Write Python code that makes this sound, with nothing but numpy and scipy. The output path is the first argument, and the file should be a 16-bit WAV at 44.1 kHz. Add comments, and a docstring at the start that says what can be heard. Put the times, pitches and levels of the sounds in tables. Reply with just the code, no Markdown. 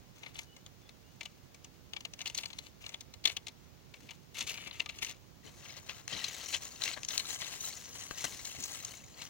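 """Backwards along a gravel road

Small dry clicks come from the casing in the hand as someone stands on a quiet gravel road. They walk
slowly backwards, trailing a twig: soles scuff the dirt and stones crunch, close to the microphone and
mostly on its left. Behind lie a soft outdoor rumble, thin hiss and a few far bird notes."""
import sys
import numpy as np
from scipy import signal
from scipy.fft import rfft, irfft, next_fast_len
from scipy.io import wavfile

SR = 44100
rng = np.random.default_rng(int(sys.argv[2]) if len(sys.argv) > 2 else 0)


def generate_wav(signal):
    """Clip the signal to [-1, 1] and save it as 16-bit WAV at the path in sys.argv[1]."""
    frames = np.transpose(np.atleast_2d(signal))
    scaled = np.clip(frames, -1, 1) * 32767
    pcm = np.round(scaled).astype(np.int16)
    wavfile.write(sys.argv[1], SR, pcm)


N = 409688

# background rumble and hiss, with the recorder's own thin peak near 15 kHz: f/Hz, level per Hz/dB
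BACKGROUND_LEFT = [(20, -103), (70, -93.5), (130, -89), (300, -95), (700, -100), (1500, -102.5),
                   (4000, -104), (6700, -105), (8000, -114), (13800, -115), (15300, -105)]
BACKGROUND_RIGHT = [(20, -104), (45, -82), (85, -76.5), (140, -77.5), (230, -84), (450, -90), (800, -96.5),
                    (1600, -103), (4000, -105), (6700, -106), (8000, -115), (13800, -116), (15300, -106)]
# strokes of a sole over the dirt: t/s, length/s, level/dB, brightness/dB
SOLE_STROKES = [(0.153, 0.048, -62, 6), (0.207, 0.084, -55.5, -5), (0.337, 0.08, -59.5, 4),
                (2.17, 0.16, -61.5, 0), (2.34, 0.095, -51, 3), (2.46, 0.22, -62.5, 1),
                (2.802, .13, -57, -2), (3.259, 0.048, -45.5, 1), (3.945, 0.21, -66.5, 2),
                (4.339, 0.093, -43.5, -0.5), (4.462, 0.053, -42, 1), (4.525, 0.15, -45.5, -5),
                (4.718, .1, -52, -2), (4.893, 0.13, -56, -1), (5.004, 0.1, -46, 0.5),
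                (5.435, 0.052, -55, -7), (5.62, 0.16, -51.5, -7), (5.855, .15, -53.5, -3.5),
                (6.082, 0.21, -42.5, -7.5), (6.301, 0.16, -46, -3.5), (6.464, 0.1, -46.5, 2.5),
                (6.603, 0.067, -48, 1.5), (6.805, 0.12, -40.5, -3), (7.082, 0.12, -42.5, -0.5),
                (7.234, 0.1, -46, -2), (7.395, 0.15, -45, -18), (7.595, 0.088, -48, 5.5),
                (7.939, .1, -49, -1.5), (8.158, 0.098, -47, 3), (8.442, .07, -50.5, 3.5),
                (8.582, 0.18, -49, 2), (9.157, 0.11, -53, -2)]
# dry clicks close to the microphone: t/s, bite level over 10 ms/dB, brightness/dB, ring f/Hz
CLICKS = [(0.2331, -43, -18, 2100), (0.2615, -42, -22, 2100), (0.3546, -45.5, -25, 2940),
          (0.3884, -37.5, -6, 2320), (0.5637, -55, -1.5, 2270), (0.6617, -51, -1.5, 3200),
          (0.891, -52, -6, 3630), (1.2087, -37.5, -12.5, 2210), (1.2303, -50, -2, 4000),
          (1.2545, -40, -9, 2930), (1.545, -56, 0.5, 2220), (1.6442, -52.5, 3.5, 2880),
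          (1.934, -37.5, -12, 3200), (1.9639, -35.5, -17, 3200), (2.005, -48, -2.5, 2950),
          (2.05, -35.5, -11, 2770), (2.1352, -46, -1, 5750), (2.1897, -46, -5, 2730),
          (2.2049, -39, -18, 2770), (2.215, -40, -1.5, 6100), (2.257, -34.5, -10, 2930),
          (2.2666, -39, -4, 2810), (2.2744, -38.5, -1, 4460), (2.2978, -42, -5, 2850),
          (2.3467, -42, 6.5, 6290), (2.3764, -41.5, 8, 4310), (2.384, -35, -6, 4420),
          (2.4326, -37.5, -13, 2800), (2.456, -38, -6, 4400), (2.5025, -47, -9, 3570),
          (2.53, -45, -8, 4050), (2.5857, -38.5, -6, 4200), (2.664, -50.5, -9, 4100),
          (2.8399, -47, -27, 2350), (2.8623, -40, -9, 4100), (2.8907, -46.5, -1, 5940),
          (2.9403, -37, -14, 3360), (3.007, -50, 5, 3700), (3.1376, -49.5, -2.5, 4060),
          (3.24, -43, -5, 4630), (3.254, -19, -11, 3580), (3.2738, -28, -8, 4600), (3.2965, -35, -13, 2100),
          (3.3666, -32.5, -8, 3170), (3.4678, -40.5, -6, 3650), (3.482, -43, -4, 3860),
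          (3.9394, -47, -12, 2220), (4.0888, -45, -25, 2310), (4.108, -44, -7, 2880),
          (4.4071, -33, -5, 7140), (4.4156, -36, -21, 2690), (4.5755, -41, -15, 2500),
          (4.6714, -43, -24, 2400), (4.7098, -41, -29, 4040), (4.7965, -37, -12, 2520),
          (4.801, -26, -23, 2690), (4.859, -40, -12, 1230), (4.891, -36, -12, 2830),
          (4.9871, -44.5, -4, 6430)]
# far bird notes: t/s, length/s, first f/Hz, last f/Hz, level/dB
BIRD_NOTES = [(0.435, 0.21, 2940, 3010, -69), (0.793, 0.18, 3500, 3250, -73),
              (1.012, 0.14, 2680, 3020, -71)]
# weight settling on a foot: t/s, level/dB
FOOTFALLS = [(2.26, -70), (3.255, -58), (4.025, -58.5), (4.41, -52), (4.66, -54), (5.44, -51), (6.12, -46),
             (6.85, -65), (7.23, -70), (8.24, -53), (8.32, -53), (8.57, -48.5)]
# stones crunching underfoot: t/s, bite level over 10 ms/dB, brightness/dB, ring f/Hz, slip time/ms
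CRUNCHES = [(5.047, -39, -3, 6130, 1.5), (5.8881, -34.5, -14, 2620, 7.7), (6.0784, -43, 3, 2690, 0.89),
            (6.1246, -33, -15, 3200, 5), (6.2419, -29.5, -11.5, 4080, 2), (6.5258, -28.5, -10, 2640, 9.6),
            (6.5441, -28.5, -9, 3300, 4.9), (6.8371, -33.5, -2, 3770, 0.8), (6.8775, -34, -22, 3350, 1.1),
            (6.9139, -41, -18, 3320, 0.45), (6.9302, -35.5, -21, 4300, 5.6),
            (6.9636, -44.5, -14, 1750, 8.5), (7.0328, -40, -4, 5230, 0.38), (7.0473, -44, 5, 6300, 1.1),
            (7.0849, -38.5, 4, 5650, 2.1), (7.1039, -35.5, -16, 3750, 4), (7.1774, -31, 1.5, 4150, 1.2),
            (7.1945, -31.5, -10, 4170, 3.6), (7.4189, -36.5, -28, 3340, .25), (8.11, -44, -4, 1600, 0.39),
            (8.2406, -36.5, 3, 1560, 3.7), (8.2485, -39.5, 4, 1610, 1), (8.449, -44, 5, 3930, 2.5),
            (8.6371, -46.5, 12, 6220, 2.4), (8.8481, -47, 11, 6700, 1.3), (9.2159, -42, -3.5, 3000, 2.7)]
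# the twig trailing over the ground: t/s, level/dB
TWIG_DRAG = [(5.4, -78), (5.6, -59), (6.05, -68), (6.4, -69), (6.8, -52), (7.05, -62), (7.3, -47),
             (7.84, -53.5), (7.9, -56.5), (8.3, -51), (8.92, -51.5), (9.02, -61.5)]
# contact colours, each with the recorder's own thin peak near 15 kHz: f/Hz, relative level/dB
RUSTLE_COLOUR = [(100, 3.5), (450, 3.5), (800, -0.5), (1500, 1.5), (2600, 11.5), (3600, 4), (5200, -7),
                 (6500, -5), (8500, -11.5), (13500, -16.5), (15200, -13)]
CLICK_COLOUR = [(100, -12.5), (400, -2), (800, -0.5), (1500, -7), (2200, 0), (3300, -1), (5400, -5.5),
                (6600, -3), (8500, -11.5), (11000, -17), (13800, -26), (15200, -12)]
WALKING_COLOUR = [(30, 2), (80, -1), (250, 1.5), (700, 4), (1400, -10), (2800, 6), (4200, 1), (5200, -5),
                  (6900, 1.5), (8200, -0.5), (10000, 1), (12000, -4.5), (13900, -2), (15200, 5.5)]
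# fixed resonances heard while standing and while walking: f/Hz, width/Hz, boost/dB
STANDING_PEAKS = [(686, 160, 4.5), (924, 32, 8), (1186, 80, 7), (2100, 30, 7.5), (2300, 55, 6.5),
                  (2690, 340, 6.5), (2930, 80, 6), (3470, 300, 7.5), (4130, 180, 6), (4570, 140, 3.5),
                  (4900, 130, -1), (6290, 520, 4.5)]
WALKING_PEAKS = [(1173, 310, 11.2), (1600, 97, 7.6), (2030, 85, 5.6), (3190, 210, 2), (4120, 150, 6.3),
                 (6130, 1200, 12)]
# the three bands of a contact (body, bite, brightness): low f/Hz, high f/Hz
BAND_EDGES = [(25, 1700), (1700, 5000), (5000, 16000)]
# each band on the microphone's right, against its left: level/dB
RIGHT_DB = [-18.5, -9, -3.5]
# left-right likeness of each band, 0 to 1
ALIKE = [.35, .76, .5]

WALK_START_S = 5.3
USUAL_DB, USUAL_HZ = -40, 3000  # a middling contact
STROKE_ATTACK_S, STROKE_RELEASE_S = 0.015, 0.018
SCUFF_BODY_DB, SCUFF_BODY_FALL = -9.5, 0.37  # body at the usual level, dB lost per dB above it
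TWIG_BRIGHT_DB, BIRD_FLUTTER_DB = 2, 4
THUD_S, THUD_BAND_HZ, THUD_RIGHT_DB = 0.015, (65, 320), -3
RIGHT_LAG_S, LAG_SWAY_S = .00006, .00007


def from_db(db):
    return 10 ** (np.asarray(db) / 20)


def unit_energy(x):
    return x / np.sqrt(np.sum(x ** 2) + 1e-20)


def drift(per_s):
    """A smooth random wander with a spread near 1."""
    knots = rng.standard_normal(N // 20)
    return 1.2 * np.interp(np.arange(N) / SR * per_s, np.arange(len(knots)), knots)


def gain_at(points, size):
    """A spectrum of (f/Hz, level/dB) points as gains on an FFT grid."""
    hz, db = np.transpose(points)
    grid_hz = np.arange(size // 2 + 1) * SR / size
    return from_db(np.interp(np.log(grid_hz + 1), np.log(hz), db))


def background():
    """Steady outdoor rumble and hiss, topped by the recorder's thin peak; unrelated on the two sides."""
    size = 2 * next_fast_len(N // 2 + 1, True)
    sides = (BACKGROUND_LEFT, BACKGROUND_RIGHT)
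    spectra = [rfft(rng.standard_normal(size)) * gain_at(side, size) for side in sides]
    return irfft(spectra)[:, :N] * np.sqrt(SR / 2)


def contact_bands(colour, peaks, size=1280):
    """One slip as the microphone hears it ring, in each of the three bands, with unit energy."""
    cepstrum = irfft(np.log(gain_at(colour, size)))
    cepstrum[1:size // 2] *= 2  # minimum phase: nothing sounds before the slip
    cepstrum[size // 2 + 1:] = 0
    ring = irfft(np.exp(rfft(cepstrum)))
    for hz, width_hz, boost_db in peaks:
        resonance = signal.lfilter(*signal.iirpeak(hz, hz / width_hz, SR), ring)
        ring = ring + (from_db(boost_db) - 1) * resonance
    filters = [signal.butter(4, edges, "band", fs=SR, output="sos") for edges in BAND_EDGES]
    return [unit_energy(signal.sosfilt(band, ring)) for band in filters]


def grains(size, per_s, spread_db):
    """Tiny random slips of uneven strength; the two rows share times but not signs; rms 1."""
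    slipping = rng.random(size) < per_s / SR
    strength = from_db(spread_db * np.minimum(rng.exponential(1, size), 4))
    train = slipping * strength * rng.standard_normal((2, size))
    return unit_energy(train) * np.sqrt(2 * size)


def at_microphone(pair, alike):
    """The right side hears partly the same slips as the left, partly scattered ones."""
    return np.array([pair[0], np.sqrt(alike) * pair[0] + np.sqrt(1 - alike) * pair[1]])


def pebbles(per_s, spread_db, width_hz, count=16):
    """Loose stones knock together, each ringing for a few ms at its own pitch; rms 1."""
    knocks, out = grains(N, per_s, spread_db), 0
    struck = rng.integers(0, count, N)
    pitches_hz = np.linspace(1400, 8000, count) + rng.uniform(-150, 123, count)
    for stone, hz in enumerate(pitches_hz):
        own_knocks = knocks * (struck == stone) + 1e-18
        out = out + signal.lfilter(*signal.iirpeak(hz, hz / width_hz, SR), own_knocks)
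    return unit_energy(out) * np.sqrt(2 * N)


def sliding_levels(t):
    """Level, body and brightness in dB: sole strokes rise, hold and die away over the twig's drag."""
    bite_power = from_db(np.interp(t, *np.transpose(TWIG_DRAG))) ** 2
    bright_power = bite_power * from_db(TWIG_BRIGHT_DB) ** 2
    for start, length, db, bright_db in SOLE_STROKES:
        attack = np.clip((t - start) / STROKE_ATTACK_S, 0, 1)
        release = np.exp(-np.clip((t - start - length) / STROKE_RELEASE_S, 0, 20))
        stroke = from_db(db) * attack * release
        bite_power += stroke ** 2
        bright_power += (stroke * from_db(bright_db)) ** 2
    db = 10 * np.log10(bite_power)
    # a light scuff is full of body; pressing harder adds mostly bite
    body_db = np.minimum(SCUFF_BODY_DB - SCUFF_BODY_FALL * (db - USUAL_DB), 0)
    return db, body_db, 10 * np.log10(bright_power / bite_power)


def scuffs(bands, part, stones, gain_db, stones_db, per_s, spread_db, catch_db, grit_db):
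    """Sliding soles and twig set off grit and loose stones, catching and freeing many times a second."""
    t, out = np.arange(N)[part] / SR, np.zeros((2, N))
    db, body_db, bright_db = sliding_levels(t)
    slips = grains(len(t), per_s, spread_db) + from_db(stones_db) * stones[:, part]
    catching_db = catch_db * (0.54 * drift(70) + .5 * drift(260))
    band_db, flutter_db = (body_db, 0, bright_db), (1.5, 1.8, grit_db)
    for band, response in enumerate(bands):
        flutter = from_db((catching_db + flutter_db[band] * drift(150))[part])
        friction = at_microphone(slips, ALIKE[band]) * flutter
        crackle = signal.oaconvolve(friction, response[None], axes=1)[:, :len(t)]
        gain = from_db(gain_db + db + band_db[band]) * from_db([[0], [RIGHT_DB[band]]])
        out[:, part] += unit_energy(crackle) * np.sqrt(2 * len(t)) * gain
    return out


def with_body(events, usual_body_db, fall_per_db, db_per_octave):
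    """Adds a body column in dB: harder snaps keep less body; lower-pitched ones have more of it."""
    start, db, bright_db, hz, slip_ms = np.transpose(events)
    body_db = usual_body_db - fall_per_db * (db - USUAL_DB) - db_per_octave * np.log2(hz / USUAL_HZ)
    return np.transpose([start, db, body_db, bright_db, slip_ms, hz])


def snaps(events, bands, creep_db, tail_db, tail_s, band_stretch, ring_db, ring_q, size=3000):
    """A contact creeps, gives way in a ringing burst of slips a few ms long, then scatters faintly."""
    lead_s, out = .008, np.zeros((2, N + 2 * size))
    t = np.arange(size) / SR - lead_s
    creep = from_db(creep_db) * np.exp(-np.abs(t) / 0.0018)
    scatter = from_db(tail_db) * np.exp(-t / tail_s)
    for start, db, body_db, bright_db, slip_ms, hz in events:
        slips = grains(size, per_s=9000, spread_db=3.5)
        at = int((start - lead_s) * SR)
        resonator = signal.iirpeak(hz, ring_q, SR)
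        for band, band_db in enumerate((body_db, 0, bright_db)):
            age = np.maximum(t, 0) / (slip_ms * band_stretch[band] / 1000)
            force = creep + age * np.exp(1 - age) + scatter * np.tanh(age)
            burst = at_microphone(slips, ALIKE[band]) * force
            burst = burst + from_db(ring_db) * signal.lfilter(*resonator, burst)
            snap = signal.fftconvolve(burst, bands[band][None], axes=1)
            for side, side_db in enumerate((0, RIGHT_DB[band])):
                gain = from_db(db + band_db + side_db) * np.sqrt(SR / 100)  # level over 10 ms
                out[side, at:at + snap.shape[1]] += gain * unit_energy(snap[side])
    return out[:, :N]


def clicks(slip_ms):
    """Dry clicks and creaks by the microphone, from the casing in the hand and perhaps grit underfoot."""
    events = [(*row, slip_ms) for row in CLICKS]
    events = with_body(events, usual_body_db=-11.5, fall_per_db=0.44, db_per_octave=3.0)
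    return snaps(events, contact_bands(CLICK_COLOUR, STANDING_PEAKS), creep_db=-12, tail_db=-13,
                 tail_s=0.011, band_stretch=(2.2, 1, 1), ring_db=4, ring_q=9)


def bird():
    """Soft gliding whistles from the trees, far off."""
    t, out = np.arange(N) / SR, np.zeros(N)
    waver = 1 + 0.0084 * drift(91.5)
    for start, length, first_hz, last_hz, db in BIRD_NOTES:
        along = np.clip((t - start) / length, 0, 1)
        hz = (first_hz + (last_hz - first_hz) * along) * waver
        swell = from_db(db + BIRD_FLUTTER_DB * drift(60)) * np.sin(np.pi * along)
        out += swell * np.sin(2 * np.pi * np.cumsum(hz) / SR)
    return out


def footfalls():
    """Soft low thuds of weight on packed earth."""
    t, force = np.arange(N) / SR, 0
    for start, db in FOOTFALLS:
        age = np.clip((t - start) / THUD_S, 0, 20)
        force = force + from_db(db) * age * np.exp(1 - age)
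    low_band = signal.butter(2, THUD_BAND_HZ, "band", fs=SR, output="sos")
    earth = signal.sosfilt(low_band, rng.standard_normal((2, N)))
    return unit_energy(earth) * np.sqrt(2 * N) * force * from_db([[0], [THUD_RIGHT_DB]])


def crunches(bands, top_hz):
    """Whole stones give way underfoot; their contacts last longer than grit's, so their top is duller."""
    dulled = signal.sosfilt(signal.butter(2, top_hz, fs=SR, output="sos"), bands)
    events = with_body(CRUNCHES, usual_body_db=-7.5, fall_per_db=0.73, db_per_octave=12.5)
    return snaps(events, dulled, creep_db=-10, tail_db=-19, tail_s=0.016,
                 band_stretch=(1, 1, 0.91), ring_db=6, ring_q=8)


def scene():
    """Close contacts reach the microphone's right a little later, by a lag that sways with the hand."""
    t, first_step = np.arange(N) / SR, int(WALK_START_S * SR)
    rustle = contact_bands(RUSTLE_COLOUR, STANDING_PEAKS)
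    walking = contact_bands(WALKING_COLOUR, WALKING_PEAKS)
    stones = pebbles(per_s=1200, spread_db=3.5, width_hz=63)
    near = clicks(slip_ms=1.81) + crunches(walking, top_hz=10300)
    near += scuffs(rustle, slice(0, first_step), stones, gain_db=0, stones_db=-12,
                   per_s=7000, spread_db=0, catch_db=4, grit_db=-3)
    near += scuffs(walking, slice(first_step, N), stones, gain_db=0.65, stones_db=-5.5,
                   per_s=4000, spread_db=-0.5, catch_db=2, grit_db=1.5)
    lag_s = RIGHT_LAG_S + LAG_SWAY_S * drift(3)
    near[1] = np.interp(t - lag_s, t, near[1])
    return near + footfalls() + background() + bird()


def record(dry):
    """The recorder cuts the top steeply above 15.9 kHz."""
    return signal.sosfilt(signal.ellip(10, .2, 80, 15900, fs=SR, output="sos"), dry)


dry = scene()
out = record(dry)
generate_wav(out)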